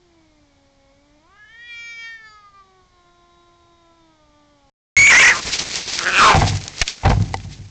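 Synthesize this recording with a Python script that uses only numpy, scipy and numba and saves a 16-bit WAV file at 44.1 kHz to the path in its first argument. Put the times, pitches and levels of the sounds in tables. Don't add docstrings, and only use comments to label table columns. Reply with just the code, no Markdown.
import sys
import numpy as np
from scipy import signal
from scipy.fft import rfft, irfft
from scipy.io import wavfile
from scipy.ndimage import uniform_filter1d
from numba import njit

SR = 44100
rng = np.random.default_rng(int(sys.argv[2]) if len(sys.argv) > 2 else 0)


def materialize(psi):
    bounded = np.clip(np.atleast_2d(psi).T, -1, 1)
    quanta = np.round(bounded * 32767).astype(np.int16)
    wavfile.write(sys.argv[1], SR, quanta)


N = 339570
T = np.arange(N) / SR


def undb(db):
    return 10 ** (np.asarray(db) / 20)


def unit(x):
    return x / np.sqrt(np.mean(x ** 2) + 1e-20)


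def curves(table):
    times, *columns = np.transpose(table)
    return [np.interp(T, np.sort(times), column) for column in columns]


def during(table):
    return uniform_filter1d(1. * ((T > table[0][0] - .002) & (T < table[-1][0])), size=60)


def shape_db(hz, points):
    points_hz, db = np.transpose(points)
    return np.interp(np.log(hz + 1), np.log(points_hz), db)


def colour(x, points):
    return unit(irfft(rfft(x) * undb(shape_db(np.fft.rfftfreq(N, 1 / SR), points)), N))


def walk(rate_hz):
    step = max(int(SR / rate_hz), 1)
    points = rng.standard_normal(N // step + 2)
    return 1.3 * uniform_filter1d(np.interp(T * SR / step, np.arange(len(points)), points), step)


@njit
def bandpass(x, hz, width_hz):
    y, band, low = np.empty(len(x)), 0., 0.
    for i in range(len(x)):
        g, damping = np.tan(np.pi * hz[i] / SR), width_hz / hz[i]
        v = (band + g * (x[i] + 1e-18 - low)) / (1 + g * (g + damping))
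        band, low, y[i] = 2 * v - band, low + 2 * g * v, damping * v
    return y


def resonate(x, hz, width_hz):
    centre_hz = np.minimum(hz, SR / 3) * np.ones(len(x))
    return bandpass(x, centre_hz, float(width_hz)) * np.sqrt(SR / np.pi / width_hz)


def ring(force, modes):
    power = sum(undb(db) ** 2 for _, _, db in modes)
    return sum(undb(db) * resonate(force, hz, width) for hz, width, db in modes) / np.sqrt(power)


def burst(t, peak_s, rise_s, decay_s):
    return np.exp(-np.minimum(np.maximum((peak_s - t) / rise_s, (t - peak_s) / decay_s), 40))


# frequency_hz, level_db
NIGHT_SPECTRUM = [(20, 0), (40, -0.5), (110, -4), (250, -12), (500, -18.5), (750, -14), (1450, -23),
                  (2270, -19), (2560, -26), (3300, -20.5), (5200, -22.5), (7400, -27), (9000, -41.5)]

def night_hiss(level_db=-58.5):
    return colour(rng.standard_normal(N), NIGHT_SPECTRUM) * undb(level_db)


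def passage(x, t60_s, wet_db):
    t = T[:SR // 2]
    tail = rng.standard_normal(len(t)) * undb(-60 * t / t60_s) * (t > .005)
    return x + undb(wet_db) * signal.fftconvolve(x, tail / np.linalg.norm(tail))[:N]


# frequency_hz, bandwidth_hz, level_db
CASE_MODES = [(500, 60, -5), (706, 97, 5), (772, 53, 5), (875, 34, -6.5), (1015, 43, -16.5),
              (1510, 360, -7.5), (1974, 81, -6), (2970, 140, -15), (3850, 500, -22)]

def camera_case(force):
    return ring(force, CASE_MODES)


# peak_s, case_db, crack_db, decay_s, air_db
SHARP_KNOCKS = [(6.8149, -16, 2.5, 0.004, -8), (7.3415, -10, -23, 0.0023, -32),
                (7.401, -44, -35, 0.0023, -43)]

def knocks(crack_hz=2300, crack_width_hz=1500, push_s=0.0051):
    force, crack, air = 0, 0, 0
    for peak_s, case_db, crack_db, decay_s, air_db in SHARP_KNOCKS:
        contact = burst(T, peak_s, 0.000056, decay_s)
        force += undb(case_db) * contact
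        crack += undb(crack_db) * contact
        air -= undb(air_db) * np.exp(-np.minimum(((T - peak_s - push_s) / push_s) ** 2, 40))
    grain = rng.standard_normal(N)
    return camera_case(force * grain) + resonate(crack * grain, crack_hz, crack_width_hz) + air


# frequency_hz, bandwidth_hz, level_db
MOUNT_MODES = [(54.5, 8.9, 1.5), (95.5, 21, 8.5), (143.4, 13, -0.5), (192, 120, -18)]
# peak_s, boom_db, rattle_db, decay_s
MOUNT_BUMPS = [(4.969, -13.5, -46, 0.11), (5.449, -35.5, -41, 0.027), (5.881, -43.5, -25.5, .013),
               (6.343, -7.5, -5, 0.019), (6.367, -8.5, -28.5, 0.059), (6.418, -13.5, -20, .04),
               (6.505, -26, -43, 0.091), (6.655, -47, -37.5, 0.018), (7.035, -22, -19.5, .008),
               (7.051, -3, -8, 0.021), (7.098, -4.5, -14, 0.025), (7.171, -13.5, -51, 0.016),
               (7.202, -16, -38.5, .055), (7.302, -28, -55, 0.12), (7.447, -35, -60, 0.11),
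               (7.591, -34.5, -60.5, 0.036)]

def bumps(chatter_db=5, drag=0.86, shove_db=-3):
    push, shove, rattle = 0, 0, 0
    for peak_s, boom_db, rattle_db, decay_s in MOUNT_BUMPS:
        contact = burst(T, peak_s, 0.0018, decay_s)
        push += undb(boom_db) * contact
        rattle += undb(rattle_db) * contact
        shove += undb(boom_db + shove_db) * burst(T, peak_s + 0.0031, 0.00044, 0.0018) / 2
    boom = ring(shove + drag * push * rng.standard_normal(N), MOUNT_MODES)
    boom = signal.sosfilt(signal.butter(3, 300, fs=SR, output="sos"), boom)
    chatter = unit(rng.standard_normal(N) * undb(chatter_db * walk(250)))
    case = camera_case(rattle * chatter)
    return boom + signal.sosfilt(signal.butter(2, 3500, fs=SR, output="sos"), case)


def crunch(grit, peak_s, db, rise_s, decay_s, hz, width_hz=4500):
    span = (T > peak_s - 6 * rise_s) & (T < peak_s + 8 * decay_s)
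    envelope = undb(db) * burst(T[span], peak_s, rise_s, decay_s)
    sound = np.zeros(N)
    sound[span] = envelope * unit(resonate(grit[span], hz, width_hz))
    return sound


# frequency_hz, level_db
LEAF_SPECTRUM = [(150, 0.5), (400, -0.5), (900, -4.5), (1400, -4), (2200, 1), (3000, -2.5), (4400, 0.5),
                 (6300, -0.5), (7500, -3), (9000, -13.5)]
# time_s, level_db
THRASHING = [(4.97, -30.5), (5.38, -25.5), (5.48, -28.5), (5.64, -27.5), (5.78, -29), (5.84, -37),
             (5.92, -29.5), (6.43, -25.5), (6.61, -34.5), (6.92, -42), (6.97, -46.5), (7.1, -38),
             (7.7, -54)]
# peak_s, level_db, decay_s
PAW_SCRAPES = [(5.428, -27, 0.017), (5.536, -16.5, 0.023), (5.594, -16, 0.0055), (5.755, -25, 0.075),
               (5.891, -27.5, 0.013), (5.939, -23.5, 0.051), (6.478, -19, 0.013), (6.802, -25, .012),
               (6.887, -24.5, 0.03), (7.099, -28, 0.01), (7.529, -37.5, 0.019)]
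# peak_s, level_db, centre_hz
LEAF_SNAPS = [(5.757, -14.5, 5500), (5.9903, -6, 3780), (6.572, -20, 5500), (6.639, -23.5, 5000),
              (6.68, -14.5, 5560), (6.783, -22, 6000), (6.816, 3, 6400), (6.8789, -9.5, 3900),
              (7.224, -25.5, 7000), (7.372, -28, 5460)]

def leaves(grain_db=2.0, surge_db=2.5, bed_db=-1, ticks_per_s=60, tick_db=1, tick_spread_db=5,
           scrape_hz=4110, snap_rise_s=0.00036, snap_decay_s=0.0013):
    level_db, = curves(THRASHING)
    grains = np.repeat(rng.exponential(size=N // 30 + 1), 30)[:N]
    sizes = undb(grain_db * np.minimum(grains, 5))
    crackle = colour(sizes * rng.standard_normal(N), LEAF_SPECTRUM)
    grit = colour(rng.standard_normal(N) * np.sqrt(sizes), LEAF_SPECTRUM)
    breaks = (rng.random(N) < ticks_per_s / SR) * undb(tick_db + tick_spread_db * rng.standard_normal(N))
    ticks = grit * signal.lfilter([1], [1, -np.exp(-1 / (snap_decay_s * SR))], breaks)
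    bed = (crackle * undb(bed_db + surge_db * walk(70)) + ticks) * undb(level_db) * (T > MUTE_START_S)
    scrapes = sum(crunch(grit, s, db, 0.54 * decay, decay, scrape_hz) for s, db, decay in PAW_SCRAPES)
    snaps = sum(crunch(grit, s, db, snap_rise_s, snap_decay_s, hz) for s, db, hz in LEAF_SNAPS)
    return bed + scrapes + snaps


# time_s, level_db, mouth_hz, upper_resonance_db
SNARL_GESTURES = [
    [(5.32, -24, 1570, -10), (5.35, -28.5, 1090, -14), (5.405, -28, 1129, -19)],
    [(5.985, -27, 1320, -11), (6.048, -28, 1510, -18), (6.068, -15, 1570, -24.5), (6.11, -21, 1450, -7.5),
     (6.15, -16, 1510, 0), (6.185, -7, 1480, -1.5), (6.23, 6.5, 1230, -11.5), (6.305, 0.5, 1000, -11.5),
     (6.335, -20, 970, -7.5), (6.4, -36, 780, -11)],
]

def snarl(gesture, jitter=.04, mouth_width_hz=300, upper_width_hz=800, chest_db=-11, turbulence=0.9):
    level_db, mouth_hz, upper_db = curves(gesture)
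    rate_hz = 205 + 1.3 * level_db
    upper_hz = 1450 + 0.67 * mouth_hz
    cycles = np.cumsum(rate_hz * (1 + jitter * walk(200))) / SR
    pulses = unit(np.diff(np.floor(cycles), prepend=0) * undb(2 * walk(200)))
    puffs = unit(np.exp(-3 * (cycles % 1)) * rng.standard_normal(N))
    source = pulses + turbulence * puffs
    mouth = unit(resonate(resonate(source, mouth_hz, mouth_width_hz), mouth_hz, 2100))
    upper = unit(resonate(resonate(source, upper_hz, upper_width_hz), upper_hz, 420))
    chest = undb(chest_db) * resonate(pulses, 576, 490)
    voice = (mouth + undb(upper_db) * upper + chest) / np.sqrt(1 + undb(upper_db) ** 2)
    return voice * undb(level_db) * during(gesture)


# time_s, pitch_hz
SHRIEK_PITCH = [(4.967, 1127), (5.05, 1131), (5.075, 1172), (5.1, 1131), (5.128, 978.5), (5.165, 982),
                (5.215, 1141), (5.234, 924), (5.248, 1067), (5.263, 949), (5.298, 1020), (5.334, 812)]
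# pitch_multiple, level_db
SHRIEK_LINES = [(.5, -23), (1, -11.5), (1.5, -8.5), (2, -3.5), (2.5, -7), (3, -22), (4, -48)]

def shriek(jitter=.04, wobble=.013, rasp=0.66, air_db=-12, hold_s=0.32, fade_db_per_s=556,
           break_s=5.099):
    pitch_hz, = curves(SHRIEK_PITCH)
    level_db = 5 - fade_db_per_s * np.maximum(T - SHRIEK_PITCH[0][0] - hold_s, 0)
    roughness = np.interp(T, [break_s, break_s + 0.0049], [.24, 0.55]) * undb(0.75 * walk(70))
    waver = 1 + wobble * walk(70) + jitter * (0.2477 + roughness) * walk(500)
    phase = 2 * np.pi * np.cumsum(pitch_hz * waver) / SR
    voice = 0
    for k, db in SHRIEK_LINES:
        share = 1 if k == 2 else roughness
        voice += undb(db) * share * np.sin(k * phase) * (1 + rasp * roughness * walk(600))
    air = undb(air_db) * np.sqrt(roughness) * resonate(rng.standard_normal(N), 2 * pitch_hz, 740)
    return (np.sqrt(2) * voice + air) * undb(level_db) * during(SHRIEK_PITCH)


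# time_s, pitch_hz
YOWL_PITCH = [(0.02, 357.5), (0.23, 318), (0.53, 280), (0.89, 272.7), (1.21, 303), (1.35, 405),
              (1.65, 480.8), (1.76, 468.6), (2.12, 457), (2.35, 421.8), (2.64, 385.6), (3.02, 350.5),
              (3.66, 344), (4.0, 332), (4.27, 298), (4.53, 291.6), (4.69, 271)]
# time_s, opening_fraction, resonance_hz
YOWL_MOUTH = [(0, 0, 365), (1.15, 0, 453), (1.27, 0.13, 1100), (1.42, 0.55, 1680), (1.62, .72, 2070),
              (1.74, 0.93, 2336), (1.94, 0.97, 2240), (2.14, 0.93, 1850), (2.22, 0.64, 1800),
              (2.38, 0.61, 1230), (2.6, 0.53, 1180), (2.655, 0.21, 1053), (3.95, 0.12, 1110),
              (4.5, 0, 1162), (4.62, .05, 854)]
# frequency_hz, level_db
SHUT_SPECTRUM = [(280, 1), (600, -2.5), (900, -9), (1200, -11), (1500, -18.5), (1900, -21.5), (2280, -19),
                 (2600, -38.5), (3300, -29.5), (3750, -24), (4100, -39.5), (8000, -39.5)]
OPEN_SPECTRUM = [(450, -21), (900, -14.5), (1400, -4.5), (2000, 6), (2350, -0.5), (2780, -8.5), (3300, -2),
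                 (3750, -5), (4150, -7), (4700, -2.5), (5400, -6), (6600, -10), (7400, -24), (8200, -28)]
# centre_s, depth_db, half_length_s
YOWL_FALTERS = [(0, 4, .12), (2.515, 10, 0.022), (2.88, 9, .05)]

def yowl(jitter=.002, mouth_width_hz=300, upper_width_hz=330, upper_db=14, nasal_db=15, flutter_db=0.97,
         shut_db=-57.5, open_gain_db=25, closing_s=2.134, closing_length_s=0.17):
    pitch_hz = uniform_filter1d(curves(YOWL_PITCH)[0], size=2200)
    opening, mouth_hz = curves(YOWL_MOUTH)
    closing = np.clip((T - closing_s) / closing_length_s, 0, 1)
    mouth_db = 15 * (0.49 + np.minimum(opening * 2, .85))
    upper_hz = np.interp(opening, [0, 1], [2300, 3520])
    nasal_hz = 11.1 * pitch_hz
    level_db = shut_db + open_gain_db * opening ** 1.53
    level_db -= sum(db * np.exp(-((T - s) / length) ** 2) for s, db, length in YOWL_FALTERS)
    octaves_per_s = uniform_filter1d(np.gradient(np.log2(pitch_hz)) * SR, size=4000)
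    catch = .012 * np.clip(octaves_per_s, 0, 1) * walk(160)
    pitch_hz *= 1 + jitter * walk(45) + catch
    phase = 2 * np.pi * np.cumsum(pitch_hz) / SR
    voice, power = 0, 0
    for k in range(1, 18):
        hz = k * pitch_hz
        db = (1 - opening) * shape_db(hz, SHUT_SPECTRUM) + opening * shape_db(hz, OPEN_SPECTRUM)
        db += mouth_db / (1 + ((hz - mouth_hz) / mouth_width_hz) ** 2)
        db += upper_db * (1 - closing) / (1 + ((hz - upper_hz) / upper_width_hz) ** 2)
        db += nasal_db * closing / (1 + ((hz - nasal_hz) / upper_width_hz) ** 2)
        fading_db = (1.44 + 2.4 * opening * hz / 4000) * walk(14)
        gain = undb(db + fading_db)
        voice += gain * np.sin(k * phase)
        power += gain ** 2 / 2
    return voice / np.sqrt(power) * undb(level_db + flutter_db * walk(40)) * (T < MUTE_START_S)


def scene():
    far = passage(yowl(), t60_s=.15, wet_db=-12)
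    cries = shriek() + sum(snarl(gesture) for gesture in SNARL_GESTURES)
    near = passage(cries, t60_s=0.098, wet_db=-9.5)
    return (night_hiss() + far + near + leaves() + bumps() + knocks())[None]


MUTE_START_S, MUTE_END_S = 4.698, 4.9668

def record(dry, ceiling=0.4, treble_hz=7700, cutoff_hz=8600):
    live = dry * ((T < MUTE_START_S) | (T > MUTE_END_S))
    oversampled = signal.resample_poly(live, 4, 1, axis=1)
    clipped = signal.resample_poly(np.clip(oversampled, -ceiling, ceiling), 1, 4, axis=1)
    centred = signal.sosfilt(signal.butter(1, 9, "high", fs=SR, output="sos"), clipped)
    dulled = irfft(rfft(centred) / np.sqrt(1 + (np.fft.rfftfreq(N, 1 / SR) / treble_hz) ** 22), N)
    return signal.sosfilt(signal.ellip(8, .2, 70, cutoff_hz, fs=SR, output="sos"), dulled)


dry = scene()
out = record(dry)
materialize(out)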